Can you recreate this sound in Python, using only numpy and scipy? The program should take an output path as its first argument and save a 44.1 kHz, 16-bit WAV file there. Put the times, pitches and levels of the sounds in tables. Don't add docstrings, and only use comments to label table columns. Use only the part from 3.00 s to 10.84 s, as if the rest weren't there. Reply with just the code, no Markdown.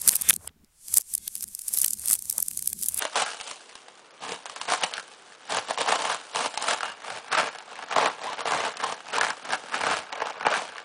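import sys
import numpy as np
from scipy import signal
from scipy.fft import rfft, irfft, next_fast_len
from scipy.io import wavfile
from scipy.ndimage import minimum_filter1d

SR = 44100
rng = np.random.default_rng(int(sys.argv[2]) if len(sys.argv) > 2 else 0)


def gain_from_db(level_db):
    decades = np.asarray(level_db, float) / 20
    return 10 ** decades


def generate_wav(signal):
    frames = np.transpose(np.atleast_2d(signal))
    scaled = np.clip(frames, -1, 1) * 32767
    pcm = np.round(scaled).astype(np.int16)
    wavfile.write(sys.argv[1], SR, pcm)


N = 345744

# (frequency [Hz], density [dB per Hz])
AIR_SPECTRUM = [(18, -31), (30, -14.5), (65, -23), (479, 6), (568, 3), (1090, 2), (10000, -22.5),
                (13000, -57), (22000, -120)]
# (time [s], peak [dB])
ROCKS = [
    (0.407, -41),
    (0.52, -55),
    (0.755, -45),
    (1.859, -50),
    (1.978, -40),
]
# (middle [s], length [s], level [dB], ring [Hz], width [Hz])
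RUBS = [
    (2.57, .08, -55, 110, 25),
    (3.87, 0.11, -42, 2850, 140),
    (3.895, 0.08, -62.5, 85, 13),
    (4.148, 0.08, -59, 110, 25),
    (5.597, .15, -59, 90.5, 16),
    (6.919, 0.18, -52.5, 80.6, 13),
    (7.7, .1, -69, 79.7, 14),
]
# (time [s], pitch [Hz], level [dB])
SQUEAK = [
    (5.235, 535, -58),
    (5.258, 758, -36),
    (5.277, 1023, -32.5),
    (5.3, 987, -38),
    (5.322, 880, -39),
    (5.335, 845, -58),
]
# (frequency [Hz], width [Hz], level [dB])
LOAF_MODES = [(458, 67, -7), (671, 166, 0), (880, 161, 0.5), (1080, 161, 0)]
# (frequency [Hz], width [Hz], level [dB])
CRUST_MODES = [(1289, 350, 0.5), (1620, 230, -1), (2294, 470, -8), (2850, 380, -8.5)]
# (frequency [Hz], width [Hz], level [dB])
SPLINTER_MODES = [(2850, 570, -1.5), (3854, 560, -1.5), (4157, 1000, -1.5), (6345, 1600, -2),
                  (7390, 1400, -2), (9940, 1700, -3.5)]
# (frequency [Hz], width [Hz], level [dB])
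BOARD_MODES = [(85, 15, -11), (152, 58, 3.5), (193.5, 22.4, 7), (270, 74, 10)]
# (start [s], length
# [s], crunch at bite [dB], crunch at end [dB], crust crackle re crunch [dB])
STROKES = [(0.005, 0.056, -36, -42.5, -2), (0.17, 0.058, -26.5, -27.5, -2),
           (0.25, 0.038, -53, -48, 12), (0.392, 0.14, -57, -52, -10), (1.227, 0.12, -37, -37, -6.5),
           (1.47, 0.19, -55.5, -50, -3), (1.691, 0.052, -32.5, -26, -1),
           (1.84, 0.021, -24, -38.5, -2.5), (1.928, 0.067, -51.5, -46.5, 5),
           (2.506, 0.081, -31, -29, -3), (2.685, 0.024, -39.5, -32, -5.5),
           (2.791, 0.024, -30.5, -26.5, -6.5), (2.884, 0.075, -21.5, -28, -4),
           (2.999, 0.072, -31, -46, -8), (3.049, 0.054, -29.5, -58, -5),
           (3.098, 0.058, -28, -37, -0.5), (3.354, 0.11, -30.5, -30, -5),
           (3.618, 0.051, -34, -38.5, -3.5), (3.687, 0.051, -27.5, -25.5, -2),
           (3.857, 0.08, -33, -50, 2.5),
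           (4.046, 0.14, -38.5, -38.5, -1.5), (4.329, 0.022, -29, -35.5, 5),
                   (4.378, 0.028, -25.5, -24, 2), (4.421, 0.058, -40.5, -42, -1),
                   (4.686, 0.15, -48.5, -41.5, -2), (4.91, 0.044, -31, -35, -3),
                   (4.976, 0.095, -19.5, -21.5, -5), (5.212, 0.12, -42, -36, -5.5),
                   (5.39, 0.037, -35.5, -44, -1.5), (5.466, 0.22, -26.5, -29, -4),
                   (5.79, 0.015, -51, -35.5, 2.5), (5.837, 0.093, -30.5, -35, -5.5),
                   (6.07, 0.038, -51, -42.5, -3), (6.133, 0.17, -31.5, -34.5, 0.5),
                   (6.447, 0.098, -44.5, -29, -1), (6.729, 0.052, -36.5, -36, 1.5),
                   (6.811, 0.13, -35, -25.5, 1.5), (6.96, 0.042, -35, -38.5, -6.5),
                   (7.127, 0.099, -41.5, -27.5, -4), (7.26, 0.039, -25, -33, -3.5),
                   (7.41, 0.013, -37, -37, -1.5), (7.468, 0.009, -18, -22.5, 0.5),
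                   (7.502, 0.056, -27.5, -29, 1.5), (7.579, 0.078, -34, -45, -8)]
# (time [s], depth [cm])
TOOTH_DEPTH = [(0, 0.13), (.55, -0.14), (1.2, 0.48), (1.6, 0.16), (2.5, 0.26), (2.9, 0.39), (3.7, 0.13),
               (3.85, .6), (4.35, 0.46), (4.7, 0.68), (5.0, 0.79), (5.75, 0.54), (6.2, .5), (7.0, 0.49),
               (7.15, 1.13), (7.47, 1.46), (7.56, 0.39), (7.84, 0.93)]
# (time [s], lean [dB])
HAND_LEAN = [(0, -6), (.3, -3.5), (1.3, 4), (1.75, -2.5), (2.55, 2.5), (2.9, -3.5), (3.5, -1), (3.9, -1.5),
             (4.4, 0), (5.2, -1.5), (5.6, 0.5), (6.2, 2), (6.9, 3.5), (7.2, -4), (7.84, 0.5)]
# (time [s], peak [dB], ring [Hz], splinters re peak [dB])
FLAKES = [(0.022, -15, 1000, -13.5), (0.052, -12.5, 645, -27), (0.157, -8.5, 1000, -16),
          (1.32, -18.5, 490, -13), (1.687, -19, 1040, -15), (1.721, -9, 754, -22), (1.824, -16, 880, -15),
          (2.776, -12.5, 960, -30), (2.882, -19, 723, -17), (2.921, -7, 926, -16), (3.099, -16, 1030, -25),
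          (3.541, -20.5, 680, -19), (3.575, -15, 840, -5), (3.684, -15, 1270, -11),
          (3.831, -15, 1380, -24.5), (4.317, -19, 1280, -14), (4.327, -12, 1590, -14),
          (4.35, -8, 1270, -26), (4.377, -9.5, 1680, -21), (4.961, -11, 1070, -25), (5.456, -12, 680, -23),
          (5.838, -14.5, 990, -24), (6.137, -16, 850, -30), (6.183, -10.5, 966, -11),
          (6.211, -6, 1620, -26), (6.248, -12.5, 1610, -17), (6.533, -11, 770, -22),
          (6.743, -16.5, 1616, -28), (7.127, -12.5, 810, -36), (7.463, -28, 1130, -26)]
# (time [s], peak [dB], ring [Hz], splinters re peak [dB])
CHIPS = [(0.134, -31, 1040, -4), (0.315, -27, 2740, -13), (0.401, -24.5, 2260, -18),
         (0.411, -27.5, 1090, 1.5), (0.474, -28, 1080, -5), (0.512, -23.5, 1050, -5),
         (0.607, -34, 1630, -19), (0.693, -33.5, 750, -17), (0.754, -28.5, 1010, -8),
         (0.883, -33, 646, -15), (1.457, -22.5, 970, -6.5), (1.497, -24.5, 1140, -10),
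         (1.561, -24, 1080, -9.5), (1.614, -19.5, 990, -1.5), (1.938, -19.5, 2770, -4.5),
         (1.969, -26, 2850, -6), (2.322, -32, 1710, -18), (2.586, -21, 760, -1), (2.702, -24, 880, -16),
         (3.624, -20, 930, -1), (3.807, -17.5, 1670, -17), (3.853, -25.5, 1370, -13),
         (4.586, -25, 880, -11), (4.913, -23.5, 1340, -16), (5.407, -14.5, 1020, -17),
         (5.77, -25.5, 1201, -3), (6.303, -16, 896, -12), (6.809, -18.5, 880, -18),
         (7.758, -26.5, 1100, -27), (7.781, -20, 1760, -36)]

AIR_DB = -55.5
KITCHEN_T60_S, WALL_CUT_HZ, KITCHEN_DB = 0.16, 35000, -17
BITE_DB_PER_S, LET_GO_DB_PER_S = 788, 804
SWELL_DB, SWELL_DB_PER_S = -12.5, 308
SETTLE_DB, SETTLE_DB_PER_S = -15, 99.5
CREAK_DB, CREAK_GROWS_DB_PER_S, CREAK_CRUST_DB = -65.5, 1.69, 2.5
REFERENCE_CRUNCH_DB = -35
SPLINTER_DB = 2
CRUMB_DAMPS_DB_PER_CM, FORCE_DULLS_DB_PER_DB = 8, 0.2
BOARD_DB, BOARD_LAGS_DB_PER_DB = -17.5, 0.13
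TEETH_PER_S, TEETH_WANDER, CRUMB_CUT_HZ = 85, 0.3, 6100
SNAPS_PER_S, SNAP_OVER_CRUNCH_DB, SNAP_HZ, SNAP_SPREAD = 30, 6, 1093, 0.35
SNAP_LAGS_DB_PER_DB, SNAP_SPLINTER_DB = 0.34, -12.5
JERK_DB, JERK_DYING_S = -21, 0.0082


def rms_one(x):
    return x / np.sqrt(np.mean(x ** 2) + 1e-20)


def in_time(rows):
    times_s, *columns = np.transpose(rows)
    return [np.interp(np.arange(N) / SR, times_s, column) for column in columns]


def drift(rate_hz):
    r = np.exp(-20 * np.pi * rate_hz / SR)
    noise = rng.standard_normal(N // 10 + 4002)
    slow = signal.lfilter([1], [1, -2 * r, r * r], noise)[4000:]
    return np.interp(np.arange(N) / 10, np.arange(len(slow)), rms_one(slow))


def filtered(x, order, hz, kind):
    return signal.sosfilt(signal.butter(order, hz, kind, fs=SR, output="sos"), x)


def dying_sum(x, dying_s):
    return signal.lfilter([1], [1, -np.exp(-1 / (dying_s * SR))], x)


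def resonance(x, hz, width_hz):
    r = np.exp(-np.pi * width_hz / SR)
    poles = [1, -2 * r * np.cos(2 * np.pi * hz / SR), r * r]
    return signal.lfilter([(1 - r * r) / 2, 0, (r * r - 1) / 2], poles, x + 1e-18)


def body(clicks, modes, scatter_db):
    total = np.zeros(N)
    for k, (hz, width_hz, level_db) in enumerate(modes):
        struck = clicks * gain_from_db(scatter_db * rng.standard_normal(N))
        gain = gain_from_db(level_db) / np.sqrt(width_hz) * (-1) ** k
        total += gain * resonance(struck, hz, width_hz)
    return rms_one(total)


def fractures(per_s, spread_db):
    sizes = gain_from_db(spread_db * np.minimum(rng.exponential(1, N), 3.2))
    signs = rng.choice([-1, 1], N)
    return rms_one(sizes * signs * (rng.random(N) < per_s / SR))


def room_tone():
    hz = np.maximum(np.arange(N // 2 + 1) * SR / N, 1)
    point_hz, point_db = np.transpose(AIR_SPECTRUM)
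    shape = gain_from_db(np.interp(np.log(hz), np.log(point_hz), point_db))
    return gain_from_db(AIR_DB) * rms_one(irfft(rfft(rng.standard_normal(N)) * shape, N))


def kitchen(x):
    size = next_fast_len(N + SR)
    w = 2 * np.pi * np.arange(size // 2 + 1) / size
    dull = 1 / (1 + (w * SR / (2 * np.pi * WALL_CUT_HZ)) ** 2) ** 0.13
    response = 0
    for k, lag in enumerate(rng.uniform(0.006, 0.03, 10) * SR):
        loop = gain_from_db(-60 * lag / SR / KITCHEN_T60_S) * dull * np.exp(-1j * w * lag)
        response = response + (-1) ** k * loop / (1 - loop)
    return irfft(rfft(x, size) * response, size)[:N]


def rocking():
    pushes = np.zeros(N)
    for s, peak_db in ROCKS:
        pushes[round(s * SR)] = gain_from_db(peak_db - 11.0)
    t = np.arange(2048) / SR / 0.0012
    return np.convolve(pushes, t * np.exp(1 - t))[:N]


def rubs():
    t, out = np.arange(N) / SR, np.zeros(N)
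    grit = fractures(per_s=1500, spread_db=3.0)
    for middle_s, length_s, level_db, hz, width_hz in RUBS:
        ring = rms_one(resonance(resonance(grit, hz, width_hz), hz, 2 * width_hz))
        swell = np.exp(-(2 * (t - middle_s) / length_s) ** 2)
        out += gain_from_db(level_db) * swell * ring
    return out


def squeak():
    hz, level_db = in_time(SQUEAK)
    phase = 2 * np.pi * np.cumsum(hz * (1 + 0.0255 * drift(137))) / SR
    n = np.arange(N)
    sounding = (n > SQUEAK[0][0] * SR) & (n < SQUEAK[-1][0] * SR)
    tone = np.sin(phase) + 0.21 * np.sin(2 * phase) + 0.17 * np.sin(3 * phase)
    return np.sqrt(2) * sounding * gain_from_db(level_db + 1.8 * drift(120)) * tone


def chance_snaps(crunch_db, splinter_db):
    when, size, pitch = rng.random((3, round(SNAPS_PER_S * N / SR)))
    at = (when * N).astype(int)
    hz = SNAP_HZ * np.exp(SNAP_SPREAD * np.log(pitch / (1 - pitch)).clip(-2, 3))
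    lag_db = SNAP_LAGS_DB_PER_DB * (crunch_db[at] - REFERENCE_CRUNCH_DB)
    peak_db = crunch_db[at] - lag_db + SNAP_OVER_CRUNCH_DB + 6.7 * size
    return list(zip(at / SR, peak_db, hz, splinter_db[at] + SNAP_SPLINTER_DB))


def snaps(breaks):
    length = 2048
    out = np.zeros(N + length)
    dying = np.exp(-np.arange(length) / SR / 0.0023)
    for s, peak_db, hz, splinter_db in breaks:
        noise, dust = rng.standard_normal((2, length))
        crack = 0.031 * noise ** 3 * dying
        crack[0] = np.sign(noise[0])
        ring = resonance(crack, hz, 0.17 * hz)
        ring += 0.077 * resonance(crack, 1500, 600)
        ring += 0.05 * resonance(crack, 2.57 * hz, 1300)
        ring += 0.13 * resonance(crack, 2820, 120)
        spray = filtered(crack + 0.65 * dust * dying, 1, [2000, 6500], "band")
        spray *= gain_from_db(splinter_db + 6.0) / np.abs(spray).max()
        at = round(s * SR)
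        out[at:at + length] += gain_from_db(peak_db) * (ring / np.abs(ring).max() + spray)
    return filtered(out[:N], 2, 250, "high")


def strokes():
    t = np.arange(N) / SR
    crunch = gain_from_db(CREAK_DB + CREAK_GROWS_DB_PER_S * t)
    crust = crunch * gain_from_db(CREAK_CRUST_DB)
    for s, length_s, bite_db, end_db, crust_db in STROKES:
        end_s = s + length_s
        span = slice(max(round((s - 0.1) * SR), 0), round((end_s + 0.6) * SR))
        early_s = np.maximum(s - t[span], 0)
        late_s = np.maximum(t[span] - end_s, 0)
        rise_db = np.maximum(-BITE_DB_PER_S * early_s, SWELL_DB - SWELL_DB_PER_S * early_s)
        fall_db = np.maximum(-LET_GO_DB_PER_S * late_s, SETTLE_DB - SETTLE_DB_PER_S * late_s)
        run_db = np.interp(t[span], [s, end_s], [bite_db, end_db])
        force = gain_from_db(run_db + rise_db + fall_db)
        crunch[span] += force
        crust[span] += force * gain_from_db(crust_db)
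    return 20 * np.log10(crunch), 20 * np.log10(crust / crunch)


def bites(per_s, dying_s, between):
    passed = np.floor(np.cumsum(per_s * np.exp(TEETH_WANDER * drift(20))) / SR)
    catches = np.diff(passed, prepend=0) * np.minimum(rng.exponential(1, N), 2) ** 0.9
    return between + dying_sum(catches, dying_s)


def jerks():
    force = np.zeros(N)
    for s, peak_db, _, _ in FLAKES + CHIPS:
        force[round(s * SR)] += gain_from_db(peak_db + JERK_DB)
    return dying_sum(force + 1e-18, JERK_DYING_S)


def sawing(crunch_db, crust_db, splinter_db, board_db, depth_cm):
    teeth = bites(TEETH_PER_S, dying_s=0.0031, between=np.maximum(0.65 - 0.3 * depth_cm, 0.2))
    coarse = teeth * fractures(per_s=2500, spread_db=2.5)
    fine = 1.4 * coarse + teeth ** 0.6 * fractures(per_s=8000, spread_db=2.5)
    loaf = filtered(body(coarse, LOAF_MODES, scatter_db=1.5), 2, 400, "high")
    crust = filtered(body(coarse + 0.67 * fine, CRUST_MODES, scatter_db=4.5), 2, 400, "high")
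    crust *= gain_from_db(crust_db)
    splinters = gain_from_db(splinter_db) * body(fine, SPLINTER_MODES, scatter_db=3.0)
    muffled = filtered(splinters, 2, CRUMB_CUT_HZ, "low")
    buried = np.clip(0.6 * depth_cm, 0, 0.6)
    splinters = filtered(splinters + buried * (muffled - splinters), 2, 400, "high")
    board = filtered(body(coarse, BOARD_MODES, scatter_db=3.0), 3, 68, "high")
    stroke = gain_from_db(crunch_db) * (loaf + crust + splinters)
    freed = jerks() * (loaf + crust + 0.75 * splinters)
    return stroke + freed + gain_from_db(crunch_db + board_db) * board


def scene():
    crunch_db, crust_db = strokes()
    depth_cm, = in_time(TOOTH_DEPTH)
    lean_db, = in_time(HAND_LEAN)
    force_db = crunch_db - REFERENCE_CRUNCH_DB
    splinter_db = SPLINTER_DB - CRUMB_DAMPS_DB_PER_CM * depth_cm - FORCE_DULLS_DB_PER_DB * force_db
    board_db = BOARD_DB + lean_db - BOARD_LAGS_DB_PER_DB * force_db
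    breaks = FLAKES + CHIPS + chance_snaps(crunch_db, splinter_db)
    bread = sawing(crunch_db, crust_db, splinter_db, board_db, depth_cm) + snaps(breaks) + squeak()
    mix = bread + gain_from_db(KITCHEN_DB) * kitchen(bread) + rocking() + rubs() + room_tone()
    return mix[None]


def drop_weak_bands(x, cutoff_hz, bear_db, tilt_db, scatter_db):
    block = 256
    n = np.arange(2 * block) + 0.5
    k = np.arange(cutoff_hz * 2 * block // SR)[:, None] + 0.5
    window = np.sin(np.pi * n / (2 * block))
    basis = window * np.cos(np.pi / block * (n + block / 2) * k) * np.sqrt(2 / block)
    halves = np.pad(x, (block, 2 * block - N % block)).reshape(-1, block)
    lines = np.hstack([halves[:-1], halves[1:]]) @ basis.T
    band = (5 * np.log2(1 + k[:, 0] / 10)).astype(int)
    member = band[:, None] == np.arange(band.max() + 1)
    lines_per_band = member.sum(axis=0)
    band_db = 10 * np.log10(lines ** 2 @ member / lines_per_band + 1e-12)
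    whole_db = 10 * np.log10(np.mean(lines ** 2, axis=1, keepdims=True) + 1e-12)
    loudest_neighbour_db = -minimum_filter1d(-band_db, size=7, axis=0)
    treble_db = tilt_db * np.log2(k[:, 0] @ member / lines_per_band / 80)
    want_db = loudest_neighbour_db - band_db + 0.3 * (whole_db - band_db) + treble_db
    want_db += scatter_db * rng.standard_normal(band_db.shape)
    blocks = (lines * (want_db < bear_db)[:, band]) @ basis
    first = np.pad(blocks[:, :block], ((0, 1), (0, 0)))
    second = np.pad(blocks[:, block:], ((1, 0), (0, 0)))
    return (first + second).ravel()[block:block + N]


def band_limit(x):
    return signal.sosfilt(signal.butter(12, 11140, fs=SR, output="sos"), x)


def record(dry):
    rounded = 0.75 * np.tanh(dry[0] / 0.75)
    cutoff_hz = 10020
    thin = drop_weak_bands(rounded, cutoff_hz, bear_db=9.6, tilt_db=6.0, scatter_db=3.2)
    edge = signal.ellip(6, 0.5, 30, cutoff_hz + 80, fs=SR, output="sos")
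    mix = signal.sosfilt(edge, thin)[None]
    return band_limit(mix)


dry = scene()
out = record(dry)
generate_wav(out)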